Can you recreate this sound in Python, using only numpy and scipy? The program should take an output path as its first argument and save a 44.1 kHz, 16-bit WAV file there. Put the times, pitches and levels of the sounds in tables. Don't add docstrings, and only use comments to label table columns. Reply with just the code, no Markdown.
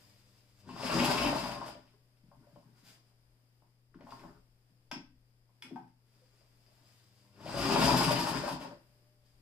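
import sys
import numpy as np
from scipy import signal
from scipy.fft import rfft, irfft, next_fast_len
from scipy.io import wavfile
from scipy.ndimage import uniform_filter1d, map_coordinates

SR = 44100
rng = np.random.default_rng(int(sys.argv[2]) if len(sys.argv) > 2 else 0)


def store_wav(level_fs):
    pcm = np.round(np.clip(np.atleast_2d(level_fs), -1, 1) * 32767)
    wavfile.write(sys.argv[1], SR, pcm.T.astype(np.int16))


N = 414981

# (time [s], level [dB], share of the base [dB], share of the treble [dB])
RUNNING_GEAR = [
    [(0.6, -79.5, -6.5, 0.5), (0.66, -63.5, 5.5, -7.5), (0.69, -53, 7, -7), (0.755, -49, 1.5, -9),
     (0.77, -45.5, 1.5, -8), (0.85, -36, -4, -7.5), (0.93, -32, -3, -8), (0.998, -29.5, -1, -5.5),
     (1.14, -30.5, -7, -8.5), (1.264, -32, 1.5, -9.5), (1.4, -37.5, -3, -9), (1.53, -40, -4, -10),
     (1.6, -44.5, -2, -13.5), (1.682, -44.5, -6, -11.5), (1.776, -61.5, 4, -12.5), (1.916, -74, -10, -3),
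     (1.95, -68, 14, -26)],
    [(7.28, -86.5, -4, 1), (7.384, -57.5, 1, -11), (7.484, -43.5, -1, -5), (7.644, -31, 1, -7),
     (7.84, -26.5, 0, -6.5), (8.402, -36, -3, -9.5), (8.472, -37, -7, -9.5), (8.536, -43, 4.5, -11.5),
     (8.585, -55, 2.5, -12), (8.61, -43.5, -3.5, -9.5), (8.66, -45, -7, -15.5), (8.69, -48.5, -7.5, -16),
     (8.728, -53.5, -3, -13.5), (8.92, -120, 1, -26.5)],
]
# (time [s], relative peak level [dB], pitch [Hz], stirred bandwidth over pitch [ratio])
CASTING_KNOCKS = [(0.691, -37.5, 1009, 0.52), (0.763, -36.5, 990, 0.65), (1.753, -43, 557, 1),
                  (2.316, -50, 880, 1), (2.471, -53.5, 594, 0.5), (2.561, -45.5, 594, 1),
                  (2.585, -64, 590, 0.69), (2.627, -61.5, 900, 0.87), (3.622, -59.5, 810, 1),
                  (3.944, -50, 1510, 0.68), (4.01, -47, 568, 0.9), (4.069, -44, 946, 0.86),
                  (4.091, -45, 930, 0.84), (4.122, -35.5, 933, 0.64), (4.123, -44.5, 1380, 0.33),
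                  (4.17, -65, 990, .4), (4.198, -52.5, 945, 0.94), (4.239, -42, 960, 0.84),
                  (4.251, -44.5, 950, 1), (4.915, -35, 835, 0.523), (5.492, -64.5, 953, 0.7),
                  (5.623, -56, 922, 0.156), (5.709, -51.5, 680, 0.333), (6.218, -64, 504, 0.082),
                  (6.411, -61, 605, 1), (6.68, -65.5, 660, 0.23), (6.72, -63, 695, 0.27),
                  (6.78, -67.5, 715, 0.26), (6.83, -66.5, 642, 0.26), (6.89, -71.5, 740, 0.25),
                  (7.248, -65.5, 960, 0.4), (7.462, -34, 587, 0.6), (8.437, -37, 595, 0.175),
                  (8.525, -34, 880, 0.48), (8.643, -39.5, 550, 0.163)]
# (frequency [Hz], width [Hz], level [dB])
BASE_MODES = [(32, 21, -14), (52, 29, -13.5), (57.9, 4.1, -1.5), (128.45, 10, 0.5), (154.2, 22, -3),
              (182.4, 13, -0.5), (228.15, 19, -3), (255.46, 13, 3), (287.66, 19, -2.5), (332.55, 14, 0),
              (416.2, 28, -5.5)]
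# (frequency [Hz], width [Hz], level [dB])
CASTING_MODES = [(583.1, 45, -4), (687.2, 42, -5), (814, 180, -8), (903.46, 36, -1.5), (927.9, 27, -1.5),
                 (973.16, 42, -1.5), (1067.4, 30, -4), (1194.6, 92, -5.5), (1409, 100, -5.5),
                 (1549.6, 130, -7.5), (1824, 220, -13)]
FULL_SPEED_DB = -30
KNOCK_REACH, THUMP_REACH = 0.67, 1


def amp(db):
    return 10 ** (np.asarray(db) / 20)


def unit(x):
    return x / np.sqrt(np.mean(x ** 2) + 1e-20)


def along(points, hz):
    f, v = np.transpose(points)
    return np.interp(np.log(hz + 1), np.log(f + 1), v)


def gains(tables, held=False):
    t, rows = np.arange(N) / SR, np.concatenate(tables)
    if held:
        on = 1
    else:
        inside = sum((t >= table[0][0]) & (t <= table[-1][0]) for table in tables) > 0
        on = uniform_filter1d(inside * 1., size=900)
    return [on * amp(np.interp(t, rows[:, 0], column)) for column in rows[:, 1:].T]


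def wobble(rate):
    knots = rng.standard_normal(int(N * rate / SR) + 4)
    return map_coordinates(knots, [np.arange(N) * rate / SR])


def filtered(x, response):
    m = next_fast_len(x.shape[-1] + 8192)
    spectrum = rfft(x, m) * response(np.fft.rfftfreq(m, 1 / SR))
    return irfft(spectrum, m)[..., :x.shape[-1]]


def ring(f, hz, width):
    return 1j * f * width / (hz * hz - f * f + 1j * f * width + 1e-9)


def modes(table):
    return lambda f: sum((-1) ** k * amp(db) * ring(f, hz, w) for k, (hz, w, db) in enumerate(table))


def coloured(points):
    return lambda f: amp(along(points, f))


def paired(pair):
    # (frequency [Hz], correlation [-1 to 1])
    likeness = [(60, 1), (130, 1), (290, 0.897), (640, 0.403), (1400, -0.029), (3080, -0.187),
                (6770, -0.229), (14900, -0.061)]

    def mid_side_weights(f):
        angle = np.arccos(np.clip(along(likeness, f), -1, 1)) / 2
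        return np.array([np.cos(angle), np.sin(angle)])

    mid, side = filtered(pair, mid_side_weights)
    return np.array([mid + side, mid - side])


def contacts(spread_db, lumps_db, rate):
    size_db = spread_db * rng.standard_normal(N) + lumps_db * wobble(rate)
    return rng.standard_normal(N) * amp(size_db)


def blows(events, body, reach, contact, lead):
    out, t = np.zeros(N + SR), np.arange(SR // 4) / SR
    for s, db, hz, *own in events:
        width = (own or [reach])[0] * hz
        push = (1.8 + rng.standard_normal(len(t))) * amp(-60 * t / contact)
        hit = filtered(push, lambda f: body(f) * ring(f, hz, width) ** 2)
        out[round((s - lead) * SR):][:len(t)] += amp(db) * hit / np.abs(hit).max()
    return out[:N]


def room_tone():
    # (time [s], relative air level [dB], relative whine level [dB])
    air_levels = [(0.0, -69, -79.5), (0.2, -75, -86), (0.6, -77.5, -94), (1.95, -77.5, -85),
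                  (3.2, -77.5, -100), (3.8, -81, -101), (4.8, -79, -101), (5.47, -80, -101),
                  (6.26, -78.5, -101), (6.86, -78, -96), (7.25, -76, -98.5), (8.9, -75.5, -80.5),
                  (9.26, -78.5, -83), (9.41, -74.5, -90)]
    # (frequency [Hz], level [dB])
    air_colour = [(40, 2), (60, 7), (85, 2.5), (200, 4.5), (600, -1.5), (2000, -8), (4000, -15),
                  (7000, -15), (12000, -14), (15500, -18)]
    # (time [s], level [dB])
    rumble_swells = [(0, -80), (2.1, -78.5), (3.3, -80.5), (3.75, -85), (3.95, -69.5), (4.3, -68),
                     (4.55, -72.5), (4.73, -82.5), (4.95, -68), (5.4, -76.5), (5.7, -87.5), (6.25, -81),
                     (6.9, -81), (7.2, -93.5), (8.9, -82.5), (9.41, -72.5)]
    # (frequency [Hz], level [dB])
    rumble_colour = [(10, -8), (30, -5.5), (55, -9.5), (100, -28), (200, -87)]
    # (frequency [Hz], relative level [dB], waver [Hz], swell [dB])
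    hum_tones = [(120.33, -69, 1.3, 0.5), (199.3, -93, 6.2, 3), (262.7, -91.5, 1.1, 1.5)]

    def noise(colour):
        return unit(filtered(paired(rng.standard_normal((2, N))), coloured(colour)))

    def tone(hz, waver, swell_db):
        phase = 2 * np.pi * np.cumsum(hz + waver * wobble(9.1)) / SR
        return amp(1.0 + swell_db * wobble(8.1)) * np.sin(phase)

    air_gain, whine_gain = gains([air_levels], held=True)
    air = amp(1.52 + 1.2 * wobble(4.9)) * air_gain * noise(air_colour)
    rumble_gain = gains([rumble_swells], held=True)[0] * amp(2.5 * wobble(8.4))
    rumble = rumble_gain * noise(rumble_colour)
    hum = sum(amp(db) * tone(hz, waver, swell_db) for hz, db, waver, swell_db in hum_tones)
    whine = whine_gain * tone(596, waver=4.8, swell_db=1.6)
    return air + rumble + hum + whine


def motor():
    # (time [s], relative level [dB])
    buzz_levels = [
        [(0.0, -85), (0.054, -73.5), (0.322, -77), (0.578, -78.5), (0.676, -62), (0.84, -67.5), (0.894, -64.5),
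         (0.95, -64.5)],
        [(6.6, -88.5), (6.636, -93), (6.694, -78.5), (6.742, -85), (7.284, -75), (7.406, -63), (7.546, -60),
         (7.6, -59)],
    ]
    # (frequency [Hz], relative level [dB])
    partials = [(100, 1), (200, -3.5), (300, -11), (400, -19.5), (500, -12), (600, -12), (700, -23),
                (900, -20.5), (1000, -23), (1100, -19.5)]
    t = np.arange(N) / SR
    buzz = np.zeros(N)
    for k, (hz, db) in enumerate(partials):
        flutter = amp(db + 2.0 + 1.5 * wobble(8.3))
        buzz += flutter * np.sin(2 * np.pi * hz * t + k * k)
    return gains(buzz_levels)[0] * buzz


def hands():
    # (time [s], relative level [dB])
    drag_levels = [
        [(2.05, -94), (2.45, -68), (2.64, -74), (2.75, -67), (2.86, -66.5), (3.15, -74.5)],
        [(3.9, -76.5), (4.0, -58.5), (4.12, -58), (4.25, -52.5), (4.31, -56), (4.35, -63), (4.5, -89)],
        [(5.625, -63.5), (5.668, -59), (5.794, -60.5), (5.928, -88)],
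        [(6.15, -71.5), (6.65, -81), (6.8, -73), (6.95, -86.5), (7.108, -97.5), (7.25, -80)],
    ]
    # (time [s], relative level [dB])
    rustle_levels = [
        [(0.0, -67), (0.2, -71), (0.316, -73), (.55, -73.5), (0.62, -65.5)],
        [(2.43, -93.5), (2.564, -79.5), (2.728, -87), (2.774, -67.5), (2.825, -75), (2.85, -60.5), (2.9, -58.5),
         (2.96, -68), (3.01, -80), (3.1, -77.5)],
        [(4.02, -78.5), (4.12, -64), (4.296, -73.5), (4.42, -88)],
        [(6.05, -83.5), (6.135, -77), (6.254, -76), (6.39, -75), (6.65, -77.5), (6.875, -68.5), (7.11, -74),
         (7.188, -71), (7.3, -76)],
        [(9.18, -97), (9.262, -74), (9.41, -91.5)],
    ]
    # (frequency [Hz], level [dB])
    rustle_colour = [(300, -5.5), (1200, 1), (3000, -1.5), (5000, -5), (7000, -3.5), (10000, -10),
                     (15500, -12)]
    push = contacts(3, lumps_db=4, rate=35)
    in_base = unit(filtered(push, modes(BASE_MODES)))
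    in_casting = unit(filtered(push, modes(CASTING_MODES)))
    drag = unit(in_base + 0.86 * in_casting)
    rub = contacts(3, lumps_db=1.2, rate=30)
    rustle = unit(filtered(rub, coloured(rustle_colour)))
    return amp(-5.5) * gains(drag_levels)[0] * drag + amp(-1.0) * gains(rustle_levels)[0] * rustle


def running_db(s):
    return np.interp(s, *np.concatenate(RUNNING_GEAR).T[:2])


def stitches():
    # (time [s], thread pull [relative dB], needle knock [dB], its pitch [Hz], feed knock [dB],
    #  shuttle knock [dB], its pitch [Hz])
    stitch_runs = [
        [(.685, -15.5, 1.5, 1040, -1.5, 2.5, 1010), (.794, -17.5, 8.5, 865, 4.5, 8, 630),
         (.852, -5, -0.5, 950, 3, 8, 580), (.918, -10, 6.5, 1060, -2, 1.5, 597),
         (.985, -11.5, 6, 950, 4, 5.5, 590), (1.042, 0, 9, 930, 1, 8.5, 890),
         (1.098, -6.5, -1.5, 670, 6.5, 1.5, 910), (1.155, -5, 0, 665, -6.5, -11, 596),
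         (1.214, -5.5, 7.5, 560, -7, 8, 1000), (1.266, -3.5, 8, 1000, 7.5, 13, 636),
         (1.355, -1, 11.5, 950, -12, -11.5, 600.1), (1.435, -2, 9, 960, 9, 7.5, 840),
         (1.518, -7, 10, 950, 5.5, 15, 993), (1.658, -1.5, 2.5, 678, 9.5, -5, 600)],
        [(7.4, -5.5, 6.5, 610, 5, 10, 580), (7.488, -13.5, 12, 890, -4, 9.5, 574),
         (7.568, -1, 6.5, 590, 8, 6.5, 914.8), (7.654, -9.5, 0.5, 950, -12, 10, 950),
         (7.719, -5.5, 5.5, 950, -3.5, 13.5, 800), (7.779, -3, -2.5, 950, -1, 11.5, 930),
         (7.837, -3.5, 8, 595, -6, 11, 870), (7.898, -7.5, -7, 950, 2, 13.5, 886),
         (7.963, 1, -9.5, 950, -5, 11, 955), (8.028, 0.5, 8.5, 950, 2, 9, 1010), (8.105, 1, 10, 564, 8, 5, 950),
         (8.188, 3, 8.5, 960, 2, 0, 610), (8.266, 1.5, 11.5, 950, 7.5, 7, 950),
         (8.358, -18, -3, 1030, -7, 8, 560), (8.472, 0, 14, 980, 7.5, 16, 890),
         (8.6, -0.5, 4, 600, 9, 9.5, 587)],
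    ]
    last_lengths = [0.11, 0.165]
    rows = []
    for run, last in zip(stitch_runs, last_lengths):
        run = np.array(run)
        start = run[:, 0]
        rows.append(np.c_[start, np.append(np.diff(start), last), run[:, 1:]])
    return np.concatenate(rows).T


def stitch_blows():
    # (place in the stitch [turns], mean level over the running level [relative dB],
    #  median pitch [Hz])
    cycle_thumps = [(-.05, 2.5, 253.4), (.45, 0, 190)]
    scatter_db, scatter_pitch = 4.5, .2
    s, length, _, needle_db, needle_hz, feed_db, shuttle_db, shuttle_hz = stitches()

    def at(turn, db, hz):
        time = s + turn * length
        return list(zip(time, running_db(time) + db, hz + 0 * s))

    chance = rng.standard_normal((len(s), len(cycle_thumps), 2))
    thumps = []
    for k, (turn, db, hz) in enumerate(cycle_thumps):
        thumps += at(turn, db + scatter_db * chance[:, k, 0], hz * np.exp(scatter_pitch * chance[:, k, 1]))
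    knocks = at(0.0596, needle_db, needle_hz) + at(.27, feed_db, 796) + at(.69, shuttle_db, shuttle_hz)
    return knocks, thumps


def machine():
    # (level at full speed before the shares [dB],
    #  pulse at a full-speed stitch length [dB], phase of the pulse [turns])
    gear_pulses = [(-34, -0.5, 0.02), (-34.5, 1, 0.947), (-34, 0.5, 0.03), (-34.5, 0.5, 0.13)]
    # (frequency [Hz], width [Hz], level [dB])
    hook_modes = [(2351, 790, 3), (2410, 45, 10.5), (2654, 200, 1.5), (2779.4, 45, 6), (2910, 68, -1),
                  (3520, 1300, -5), (3726, 43, 3.5)]
    # (frequency [Hz], level [dB])
    steel_colour = [(300, -28), (1200, -4.5), (3000, -0.5), (5000, -1), (8000, -5), (12000, -16.5),
                    (15500, -16.5)]
    # (time [s], relative peak level [dB], pitch [Hz])
    base_thumps = [(0.668, -42.5, 170), (0.705, -42.5, 325), (0.725, -43, 330), (0.745, -42, 321.3),
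                   (0.965, -28, 230), (0.995, -24.5, 250), (1.035, -28.5, 185), (2.233, -53, 150),
                   (2.28, -52, 147), (2.366, -51.5, 145), (2.403, -52, 248), (2.526, -50, 146),
                   (2.566, -49, 251), (2.651, -51.5, 142), (2.692, -54.5, 262), (2.828, -52.5, 143.4),
                   (3.622, -61.5, 149.9), (3.953, -40, 239), (4.038, -43, 249), (4.13, -49, 282),
                   (4.244, -42.5, 205), (4.701, -58.5, 151.5), (4.921, -36.5, 240), (4.959, -34, 254),
                   (5.644, -44.5, 267), (5.717, -32, 283.5), (5.729, -42.5, 293), (5.745, -41, 192),
                   (5.78, -50, 250), (5.81, -45.5, 290)]
    full_stitch_s, slow_pulses = .06, 1
    casting_grows = 1.046
    thump_low_hz = 120.8

    s, length = stitches()[:2]
    t = np.arange(N) / SR
    count = np.arange(len(s))
    turns = np.interp(t, np.c_[s, s + length].ravel(), np.c_[count, count + 1].ravel())
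    slow = (np.interp(t, s + length / 2, length) / full_stitch_s) ** slow_pulses
    level, low, high = np.abs(gains(RUNNING_GEAR))
    level = level / amp(FULL_SPEED_DB)
    envelopes = [level * low, level ** casting_grows, level * high, level * high]
    shake, rattle, chatter, slide = [
        envelope * amp(db + pulse_db * slow * np.cos(2 * np.pi * (turns - turn)))
        for envelope, (db, pulse_db, turn) in zip(envelopes, gear_pulses)]

    hook = chatter * unit(filtered(contacts(1.8, lumps_db=4.5, rate=60), modes(hook_modes)))
    base = shake * unit(filtered(contacts(3.4, lumps_db=1.0, rate=60), modes(BASE_MODES)))
    casting = rattle * unit(filtered(contacts(3.7, lumps_db=0, rate=50), modes(CASTING_MODES)))
    steel = slide * unit(filtered(contacts(1.8, lumps_db=1.5, rate=21), coloured(steel_colour)))

    def wood(f):
        high_pass = f * f / (thump_low_hz ** 2 - f * f + 1j * f * thump_low_hz)
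        return modes(BASE_MODES)(f) * high_pass ** 2

    stitch_knocks, stitch_thumps = stitch_blows()
    knocks = blows(CASTING_KNOCKS + stitch_knocks, modes(CASTING_MODES), KNOCK_REACH,
                   contact=0.004, lead=0.0029)
    thumps = blows(base_thumps + stitch_thumps, wood, THUMP_REACH, contact=0.0025, lead=0.009963)
    return base + casting + hook + steel + knocks + amp(-4.0) * thumps


def wheel():
    full_speed_ring_db, grows = -49, 0.93
    level = np.abs(gains(RUNNING_GEAR)[0]) / amp(FULL_SPEED_DB)
    note = lambda f: ring(f, 1063.4, 7)
    sing = unit(filtered(contacts(1.9, lumps_db=3.5, rate=19), note))
    struck = blows(CASTING_KNOCKS, lambda f: 1, KNOCK_REACH, contact=.003, lead=.003)
    return amp(full_speed_ring_db) * level ** grows * sing + amp(14) * filtered(struck, note)


def thread():
    # (frequency [Hz], level [dB])
    thread_colour = [(1000, -22.5), (2500, 3.5), (5000, -2.5), (8000, -4.5), (12000, -6.5), (15500, -17.5)]
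    usual_pull_db = -7
    decay_s = 0.24
    pull, t = np.zeros(N + SR), np.arange(SR // 4) / SR
    swell = 1 - np.exp(-t / 0.0029)
    for s, _, db in stitches()[:3].T:
        fall = amp(running_db(s) + usual_pull_db + db - 60 * t / decay_s)
        pull[round(s * SR):][:len(t)] += fall * swell
    return pull[:N] * unit(filtered(contacts(2.8, lumps_db=3.5, rate=100), coloured(thread_colour)))


def ticks():
    # (time [s], relative peak level [dB], relative brightness [dB], pitch [Hz])
    steel_ticks = [(2.17, -67, -23, 3595), (2.186, -71, -22.5, 3650), (2.2753, -67.5, -21, 2670),
                   (2.5546, -61.5, -24, 3050), (3.946, -60, -20, 5000), (4.0083, -53, -38.5, 2100),
                   (4.0709, -54.5, -17, 1620), (4.107, -47, -19, 4330), (4.1944, -50, -24, 2336),
                   (4.6951, -69.5, -18.5, 4800), (4.9148, -29.5, -20, 5640), (5.624, -33.5, -8.5, 2260),
                   (5.7599, -50, -13.5, 1520), (5.8778, -62.5, -8.5, 1550), (6.408, -60.5, -29, 4890),
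                   (6.6635, -59, -20, 4850)]
    # (frequency [Hz], level [dB])
    tick_colour = [(300, -36.5), (800, -11), (1500, 3), (2500, 1.5), (3200, -2), (4000, -8), (5000, -10.5),
                   (5400, -2), (6500, -11), (8000, -8.5), (12000, -14), (15500, -20)]
    out, t = np.zeros(N + SR), np.arange(SR // 5) / SR
    crack, rattle = amp(-60 * t / .01), amp(-60 * t / 0.21)
    for s, db, bright_db, hz in steel_ticks:
        burst = rng.standard_normal(len(t)) * (crack + 0.304 * rattle)

        def colour(f):
            treble = np.clip(np.log2(f / 5000 + 1e-9), 0, 1)
            tilt = amp(along(tick_colour, f) + (bright_db + 9.5) * treble)
            return tilt * (1 + 1.2 * ring(f, hz, 470))

        tick = filtered(burst, colour)
        out[round(s * SR):][:len(t)] += amp(db) * tick / np.abs(tick).max()
    return out[:N]


def lever():
    # (time [s], relative peak level [dB], pitch [Hz], stirred bandwidth over pitch [ratio])
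    lever_snaps = [(4.915, -33, 1484, 0.85), (4.9155, -47.5, 5260, 0.4), (5.623, -53, 1500, 1.86),
                   (4.915, -40.5, 2540, 0.23), (5.624, -44, 3444, 0.286), (5.624, -44, 2435, 0.347),
                   (5.624, -53, 4920, 0.35), (5.761, -48.5, 1497, 0.286), (5.761, -33.5, 810, 0.586),
                   (5.768, -38.5, 807, 0.4)]
    # (frequency [Hz], width [Hz], level [dB])
    lever_modes = [(779.4, 41, -2.5), (809, 41.3, -3.5), (913.8, 18.7, 3), (1281, 37.6, -5.5),
                   (1548, 33.4, -1), (1890, 15, -3.5), (2204, 16.4, 3), (2452, 20, 1), (2648, 19, -1),
                   (3076, 34.5, -1), (3387, 43, 1.5), (4055, 27, -6.5), (4618, 35, 1), (5270, 48, 2),
                   (5583, 35, -7.5)]
    return blows(lever_snaps, modes(lever_modes), 1, contact=0.0025, lead=0.0022)


def room(x, hop=4096):
    # (frequency [Hz], 60 dB decay time [s])
    decay_times = [(100, 0.715), (300, 0.27), (800, 0.29), (2000, 0.35), (5000, 0.31), (12000, 0.11)]
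    # (frequency [Hz], relative level [dB])
    reverberant_levels = [(100, -0.5), (400, 0), (1000, -1), (3000, -3), (10000, 2.5)]
    build_up_s = 0.0066
    out, size = np.zeros((2, N + SR)), SR // 3
    padded = np.pad(x, (hop, 2 * hop))
    for start in range(0, N + hop, hop):
        hz, t, z = signal.stft(rng.standard_normal((2, size)), SR, nperseg=256)
        fall = amp(-60 * t / along(decay_times, hz)[:, None])
        fall *= amp(along(reverberant_levels, hz))[:, None] / np.linalg.norm(fall, axis=1, keepdims=True)
        tail = signal.istft(z * fall, SR, nperseg=256)[1][:, :size] / np.sqrt(128)
        tail *= np.clip(np.arange(size) / SR / build_up_s, 0, 1)
        tail[[0, 1], [0, 3]] += [.8, .4]
        piece = padded[start:][:2 * hop] * np.hanning(2 * hop)
        out[:, start:][:, :2 * hop + size - 1] += signal.fftconvolve(piece[None], tail, axes=1)
    return paired(out[:, hop:hop + N])


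def scene():
    in_room = room(machine() + thread() + ticks() + lever() + hands())
    return amp(-1.1553) * in_room + wheel() + motor() + room_tone()


def record(dry):
    # (frequency [Hz], level [dB])
    left_port = [(100, 4), (500, 2), (1300, 1), (3500, 6), (4150, 7), (4600, 12), (4950, 19), (5300, 11.5),
                 (5900, -0.5), (8000, 4), (15000, 1.5)]
    # (frequency [Hz], level [dB])
    right_port = [(100, -2.5), (500, 2), (1300, -1), (3500, 4.5), (4150, 1), (4600, 3), (5200, 6.5),
                  (6000, 2), (6600, 1.5), (8000, 1.5), (15000, 3)]
    top_hz = 15480
    return filtered(dry, lambda f: amp([along(left_port, f), along(right_port, f)]) * (f < top_hz))


dry = scene()
out = record(dry)
store_wav(out)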